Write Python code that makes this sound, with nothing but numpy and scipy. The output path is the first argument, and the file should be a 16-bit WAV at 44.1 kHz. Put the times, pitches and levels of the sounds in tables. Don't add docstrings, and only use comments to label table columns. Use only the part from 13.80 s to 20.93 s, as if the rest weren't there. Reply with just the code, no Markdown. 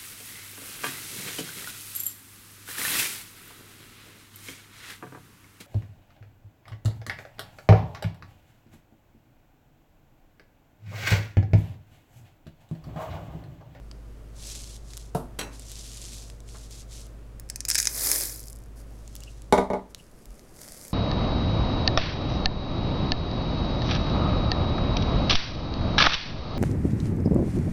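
import sys
import numpy as np
from scipy import signal
from scipy.fft import rfft, irfft, next_fast_len
from scipy.io import wavfile
from scipy.ndimage import uniform_filter1d

SR = 44100
rng = np.random.default_rng(int(sys.argv[2]) if len(sys.argv) > 2 else 0)


def pcm_store(signal):
    levels = np.round(np.clip(np.atleast_2d(signal), -1, 1) * 32767)
    wavfile.write(sys.argv[1], SR, levels.astype(np.int16).T)


N = 314433
TIME = np.arange(N) / SR


def undb(db):
    return 10 ** (np.asarray(db) / 20)


def unit(x):
    return x / np.sqrt(np.mean(x ** 2))


def add(out, s, sound):
    i = int(s * SR)
    out[i:i + len(sound)] += sound[:N - i]


def colour(x, points):
    n = 2 * next_fast_len(len(x))
    hz, db = np.transpose(points)
    bin_hz = np.arange(n // 2 + 1) * SR / n
    gain = undb(np.interp(np.log(bin_hz + 1), np.log(hz), db))
    cepstrum = irfft(np.log(unit(gain)))
    cepstrum[1:n // 2] *= 2
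    cepstrum[n // 2 + 1:] = 0
    response = np.exp(rfft(cepstrum))
    return irfft(rfft(x, n) * response)[:len(x)]


def band(x, hz, q):
    centre = min(hz, SR / 3)
    sharpness = max(q, 2 * hz / SR * 2)
    return signal.lfilter(*signal.iirpeak(centre, sharpness, fs=SR), x)


def fade(t, t60):
    return np.exp(-np.log(1000) * t / t60)


def walk(rate):
    k = int(SR / rate)
    steps = np.repeat(rng.standard_normal(N // k + 1), k)
    return unit(uniform_filter1d(steps, k)[:N])


def blows(hits, modes, spectrum, ring_db, crack_db, tail_db, crack_t60, low_t60, high_t60):
    t = np.arange(SR) / SR
    ring = np.zeros(len(t))
    for k, (hz, db, t60) in enumerate(modes):
        ring += (-1) ** k * undb(db) * np.sin(2 * np.pi * hz * t) * fade(t, t60)
    lowpass = signal.butter(2, 1800, fs=SR, output="sos")
    out = np.zeros(N)
    for s, db, soft_ms in hits:
        noise = rng.standard_normal(len(t))
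        low = signal.sosfilt(lowpass, noise)
        tail = low * fade(t, low_t60) + (noise - low) * fade(t, high_t60)
        crack = rng.standard_normal(len(t)) * fade(t, crack_t60)
        rough = colour(undb(crack_db) * crack + undb(tail_db) * tail, spectrum)
        sound = undb(ring_db) * ring + rough
        pole = np.exp(-1000 / (soft_ms * SR))
        add(out, s, undb(db) * signal.lfilter([1 - pole], [1, -pole], sound))
    return out


def clicks(hits, rise_s, t60, q, rattle_db, rattle_t60):
    t, out = np.arange(SR // 20) / SR, np.zeros(N)
    shape = (1 - np.exp(-t / rise_s)) * (fade(t, t60) + undb(rattle_db) * fade(t, rattle_t60))
    shape = shape / shape.max()
    for s, db, hz in hits:
        snap = band(rng.standard_normal(len(t)) * shape, hz, q)
        snap = signal.lfilter(*signal.butter(2, min(2 * hz, SR * .45), fs=SR), snap)
        add(out, s, undb(db) * unit(snap) * np.sqrt(np.mean(shape ** 2)))
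    return out


def grains(rate, spread_db, t60, smooth_db):
    struck = rng.random(N) < rate / SR
    sizes = struck * undb(spread_db * np.minimum(rng.exponential(size=N), 4))
    power = signal.lfilter([1], [1, -fade(1 / SR, t60) ** 2], sizes ** 2 + 1e-18)
    envelope = np.sqrt(power / power.mean() + undb(smooth_db) ** 2)
    return unit(rng.standard_normal(N) * envelope)


def pellets(flow, count, spread_db, centre_hz, octaves):
    s, db, rise, hold, fall = flow
    chance = rng.random((count, 3))
    times = s - rise + (rise + hold + 2 * fall) * (np.arange(count) + chance[:, 0]) / count
    levels = swell(times, *flow) + spread_db * chance[:, 1] ** 2
    brightness = centre_hz * 2 ** (octaves * (chance[:, 2] - .5))
    return np.transpose([times, levels, brightness])


SWELL_DB, SWELL_BEND = 20, 1.5


def swell(t, s, db, rise, hold, fall):
    away = np.maximum((s - t) / rise, 0) + np.maximum((t - s - hold) / fall, 0)
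    return db - SWELL_DB * np.minimum(away, 10) ** SWELL_BEND


def strokes(rows):
    return sum(undb(swell(TIME, *row)) for row in rows)


def kitchen(x, wet_db, t60):
    t = np.arange(SR // 2) / SR
    echo = rng.standard_normal(len(t)) * fade(t, t60) * (t > .006)
    echo = colour(echo, [(200, -1), (7000, -11), (16000, -24.5)])
    echo = echo / np.linalg.norm(echo)
    return x + undb(wet_db) * signal.fftconvolve(x, echo)[:N]


# [f/Hz, relative level/dB]
HUM_PARTIALS = [(52.1, -43.5), (104.2, -56.5), (120, -55)]
# [f/Hz, relative level/dB]
AIR_SPECTRUM = [(20, -1), (40, -4), (55, -5.5), (120, -10), (250, -10.5), (400, -14.5), (600, -17),
                (850, -24.5), (1250, -25.5), (1600, -29), (4000, -38), (4800, -38), (10000, -41),
                (16000, -47.5)]
HUM_ENDS_S, HUM_FADE_DB_PER_S = 5.75, 28


def background():
    hum = np.zeros(N)
    for hz, db in HUM_PARTIALS:
        level = undb(db + 0.13 * walk(7))
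        hum += level * np.sqrt(2) * np.sin(2 * np.pi * (hz * TIME + rng.random()))
    air = colour(rng.standard_normal(N), AIR_SPECTRUM) * undb(-50 + .5 * walk(4))
    return hum * undb(.5 - HUM_FADE_DB_PER_S * np.maximum(TIME - HUM_ENDS_S, 0)) + air


# [t/s, relative level/dB, brightest f/Hz]
HANDLING_TICKS = [(.1135, -32.5, 3500), (1.135, -31, 5000), (1.170, -28, 7100), (1.1755, -27.5, 6300),
                  (1.7955, -30.5, 6260), (1.917, -31.5, 7950), (2.500, -34, 5460), (2.604, -39, 5960),
                  (2.6894, -38.5, 5060), (2.909, -38, 8000), (3.2666, -41.5, 8000), (4.6706, -33.5, 10000),
                  (5.2775, -35, 6000), (5.3535, -28.5, 11000), (5.3638, -31.5, 6040), (5.405, -35, 6800),
                  (5.4361, -32, 6100), (5.620, -38, 6900), (6.1473, -24, 5360), (6.4561, -37, 11100),
                  (6.594, -40, 5940), (6.817, -32.5, 6500), (7.0808, -31, 8500)]
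# [t/s, level/dB, f/Hz, length/s, sharpness Q]
FINGER_SQUEAKS = [(2.736, -57, 1230, .04, 1.9), (5.41, -58, 2800, 0.029, 7.3), (5.458, -55, 2780, .05, 9),
                  (6.176, -59, 2820, 0.048, 8.2)]


def handling():
    out = undb(-2.5) * clicks(HANDLING_TICKS, rise_s=.0005, t60=.0024, q=1, rattle_db=-27, rattle_t60=.02)
    for s, db, hz, length, q in FINGER_SQUEAKS:
        noise = rng.standard_normal(int(length * SR))
        rub = band(band(noise, hz, q), hz, q)
        add(out, s, undb(db) * unit(rub * np.hanning(len(rub))))
    return kitchen(out, wet_db=-18.5, t60=0.39)


# [t/s, relative level/dB, rise/s, hold/s, fall/s]
SHIRT_MOVES = [(.565, -57, .01, .03, .05), (.685, -40.5, .115, .025, .25), (.9, -52.5, .05, .06, .03),
               (1.13, -53, .13, .06, .14), (1.735, -52, .02, .01, .06), (1.96, -45.3, .27, .41, .19),
               (2.71, -52, .07, .12, .12), (2.92, -50, .03, .09, .04), (3.145, -46.5, .07, .02, .13),
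               (5.36, -58.5, .25, .08, .35)]
# [f/Hz, relative level/dB]
CLOTH_SPECTRUM = [(880, -17), (1500, -16.5), (2440, -8.5), (3690, -2.5), (6060, 0), (7320, -0.5),
                  (11100, -8.5), (15200, -25), (16000, -27)]


def shirt():
    rub = grains(rate=800, spread_db=3, t60=0.0021, smooth_db=0.5) * undb(0.9 * walk(60))
    return colour(rub, CLOTH_SPECTRUM) * strokes(SHIRT_MOVES)


# [t/s, relative level/dB, contact softness/ms]
SINK_BLOWS = [(1.3485, 1.5, 0.18)]
# [f/Hz, relative level/dB, t60/s]
SINK_RING = [(141, 4.5, 0.15), (183, 4.5, 0.093), (245, -13.5, 0.44), (343.4, -10, 0.35), (447, 0, 0.18),
             (580, -8.5, 0.26), (653, -1.5, 0.15), (717, 2.5, 0.13), (927, -1, 0.11), (1130, -22, .2),
             (1320, -13, 0.24), (2770, -18, 0.16), (3800, -13, .15)]
# [f/Hz, relative level/dB]
SINK_SPECTRUM = [(71, -18.5), (130, -4.5), (209, -5.5), (289, -13), (445, -11), (513, -15), (630, -8.5),
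                 (1430, -17.5), (1860, -29.5), (7000, -19), (11000, -11), (16000, -24)]
# [t/s, relative level/dB, contact softness/ms]
PADDLE_BLOWS = [(1.5888, -6, 0.012), (1.5922, 2, 0.025), (1.6125, 0, 0.056), (1.631, -7, 0.073)]
# [f/Hz, relative level/dB, t60/s]
PADDLE_RING = [(279, -6, 0.54), (1050, -3, 0.21), (1476, -10, .26), (1873, -9, .29), (2650, -11, 0.33),
               (2760, -4, 0.15), (3220, 3, 0.048), (3965, 5.5, 0.23), (4110, -7, .22), (5740, 7, 0.18),
               (6340, -5, .3), (7935, -1, .15), (9950, 7, 0.055), (11850, -8, .15)]
# [f/Hz, relative level/dB]
PADDLE_SPECTRUM = [(88, -10), (150, -5.5), (457, -5), (900, -7.5), (1250, -10.5), (2700, -6), (3550, -12),
                   (4200, -5.5), (5150, -20), (5800, -13), (11000, -13), (16000, -23)]


def paddle():
    thud = blows(SINK_BLOWS, SINK_RING, SINK_SPECTRUM, ring_db=-26.5, crack_db=-20, tail_db=-24,
                 crack_t60=0.054, low_t60=0.41, high_t60=0.28)
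    clank = blows(PADDLE_BLOWS, PADDLE_RING, PADDLE_SPECTRUM, ring_db=-40, crack_db=-22.5, tail_db=-34,
                  crack_t60=.02, low_t60=.4, high_t60=.2)
    return thud + clank


# [t/s, relative level/dB, contact softness/ms]
HAND_BLOWS = [(2.520, -39, .5), (2.746, -40, 0.036)]
# [t/s, relative level/dB, contact softness/ms]
FOOT_BLOWS = [(5.7248, 1.5, 0.033), (5.7782, -8, 0.033), (5.7821, -0.5, 0.16), (5.9015, -8, 0.19),
              (5.9333, -6.5, 0.17)]
# [f/Hz, relative level/dB, t60/s]
BOWL_RING = [(72.7, -14, 0.26), (190.7, -3.5, 0.25), (256.4, -4, 0.23), (298, -22, 0.3), (398.2, 1.5, 0.21),
             (424, -4.5, 0.19), (459, -5.5, 0.126), (478, 3, 0.1), (598, -1.5, 0.15), (613.6, 3, 0.13),
             (644, -7.5, 0.34), (695, -3.5, 0.2), (764, -13, 0.27), (844, -1.5, 0.17), (870, -7, 0.29),
             (974, -5.5, 0.21), (1118, -13, 0.32), (1205, -9.5, 0.24), (1310, -26, 0.28), (1437, -20, 0.21),
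             (1495, -11, 0.13), (1974, -14.5, 0.11), (2120, -29, 0.23), (2200, -5.5, 0.081),
             (2920, -18, 0.053), (3680, -39, 0.37), (3730, -17, 0.21), (4150, -40, .26), (5800, -15, 0.081),
             (7170, -13.5, 0.078), (9800, -13, 0.097)]
# [f/Hz, relative level/dB]
BOWL_SPECTRUM = [(71, -16), (120, -44), (173, -10), (308, -7.5), (385, -7.5), (470, -1), (525, -14.5),
                 (580, -1.5), (742, -12.5), (856, -0.5), (1250, -16.5), (1700, -22), (2150, -13.5),
                 (2600, -32), (3750, -22.5), (5000, -28), (10000, -30), (14000, -42), (16000, -44)]


def bowl():
    return blows(HAND_BLOWS + FOOT_BLOWS, BOWL_RING, BOWL_SPECTRUM, ring_db=-17.0, crack_db=-6.5,
                 tail_db=-18.5, crack_t60=0.015, low_t60=0.27, high_t60=.26)


# [t/s, relative level/dB, brightest f/Hz]
CHIP_STRIKES = [(3.5975, -30, 14000), (3.6899, -40, 6000), (3.6995, -21, 7300), (3.7587, -22.5, 8400),
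                (3.8052, -21, 6500), (3.8516, -20.5, 8100), (3.884, -21, 8000), (3.8870, -13, 9300),
                (3.9013, -10.5, 9600), (3.9127, -13.5, 5640), (3.9465, -16, 9000), (3.9542, -9, 6500),
                (3.9805, -14, 8000), (3.9843, -11, 10200), (3.9885, -13, 6000), (4.0003, -12, 6500),
                (4.0284, -19, 7860), (4.0547, -17, 6000), (4.0712, -8.5, 5900), (4.2904, -17, 6600),
                (4.3152, -8, 7700), (4.3591, -16.5, 8200), (4.4008, -19, 9200)]
# [f/Hz, relative level/dB]
CHIP_SPECTRUM = [(300, 6), (1200, -10), (1750, 1.5), (2050, -3), (2400, -4.5), (3100, -16), (4300, -10),
                 (5100, -2.5), (5800, -5), (10000, -8), (16000, -12)]
# [t/s, relative level/dB, rise/s, hold/s, fall/s]
TUMBLE_FLOW = (3.89, -27, .008, .13, .1)
# [t/s, relative level/dB, rise/s, hold/s, fall/s]
SLIDE_FLOW = (4.29, -26, .235, .04, .25)
# [t/s, relative level/dB, rise/s, hold/s, fall/s]
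TRICKLE_FLOW = (4.56, -43, .03, .1, .2)
# [f/Hz, relative level/dB]
SLIDE_SPECTRUM = [(150, -42), (250, -10), (330, -4), (500, -3.5), (922, -12.5), (1120, -9), (1350, -11.5),
                  (2090, -5), (2760, -17), (3980, -8.5), (4900, -3), (10500, 0.5), (13400, 0), (16000, -10)]
# [f/Hz, sharpness Q, relative level/dB]
WALL_RESONANCES = [(1620, 27, -2.5), (2480, 42, 4), (5080, 35, -2), (10250, 45, 2)]


def chips():
    drops = clicks(CHIP_STRIKES, rise_s=0.0012, t60=0.003, q=1.44, rattle_db=-26, rattle_t60=0.027)
    tumbling = pellets(TUMBLE_FLOW, count=60, spread_db=13, centre_hz=7000, octaves=1.2)
    loose = clicks(tumbling, rise_s=.0008, t60=0.006, q=2.0, rattle_db=-18, rattle_t60=0.035)
    sliding = pellets(SLIDE_FLOW, count=220, spread_db=12, centre_hz=6800, octaves=2.4)
    rolling = clicks(sliding, rise_s=.0004, t60=.009, q=6, rattle_db=-20, rattle_t60=.03)
    trickling = pellets(TRICKLE_FLOW, count=40, spread_db=9, centre_hz=8500, octaves=1)
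    late = clicks(trickling, rise_s=.0004, t60=.003, q=1.3, rattle_db=-22, rattle_t60=.025)
    heap = strokes([SLIDE_FLOW]) * grains(rate=2000, spread_db=3.5, t60=.003, smooth_db=-2)
    falling = colour(undb(-1) * drops + undb(-4.2) * loose, CHIP_SPECTRUM)
    flowing = colour(heap + undb(-8.3) * rolling + late, SLIDE_SPECTRUM)
    contacts = falling + flowing
    wall = sum(undb(db) * band(contacts, hz, q) for hz, q, db in WALL_RESONANCES)
    return kitchen(contacts + undb(-4) * wall, wet_db=-16, t60=.35)


# [t/s, relative level/dB, rise/s, hold/s, fall/s]
BOWL_BRUSHES = [(4.975, -54, .025, .03, .04), (5.1, -65, .1, .1, .1)]
# [t/s, relative level/dB, rise/s, hold/s, fall/s]
DOUGH_FOLDS = [(6.104, -58, .015, .005, .02), (6.18, -59, .03, .02, .2), (6.42, -61, .15, .27, .1),
               (6.83, -46.5, .11, .18, .3)]
# [f/Hz, relative level/dB]
DOUGH_SPECTRUM = [(240, -25), (400, -11), (570, 1), (800, -9), (1160, -13), (2090, -8), (2800, -17.5),
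                  (3870, -14.5), (4730, -5), (11200, -5), (16000, -19.5)]


def spatula():
    crackle = grains(rate=400, spread_db=4, t60=.004, smooth_db=-1)
    moves = strokes(BOWL_BRUSHES + DOUGH_FOLDS)
    out = colour(crackle, DOUGH_SPECTRUM) * moves * undb(-1.0 + 0.65 * walk(25))
    t = np.arange(int(.13 * SR)) / SR
    bump = np.hanning(len(t)) * np.sin(2 * np.pi * 42 * t)
    add(out, 6.44, undb(-37) * bump)
    return out


def scene():
    sources = background() + handling() + shirt() + paddle() + bowl() + chips() + spatula()
    return sources[None]


def gain_control(x, threshold_db, memory_s):
    pole = np.exp(-1 / (memory_s * SR))
    power = signal.lfilter([1 - pole], [1, -pole], x ** 2)
    return x / np.sqrt(1 + power / undb(threshold_db) ** 2)


TOP_HZ = 15850


def record(dry):
    held = gain_control(dry, threshold_db=-20.5, memory_s=0.42)
    return signal.sosfilt(signal.ellip(10, .2, 80, TOP_HZ, fs=SR, output="sos"), held)


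dry = scene()
out = record(dry)
pcm_store(out)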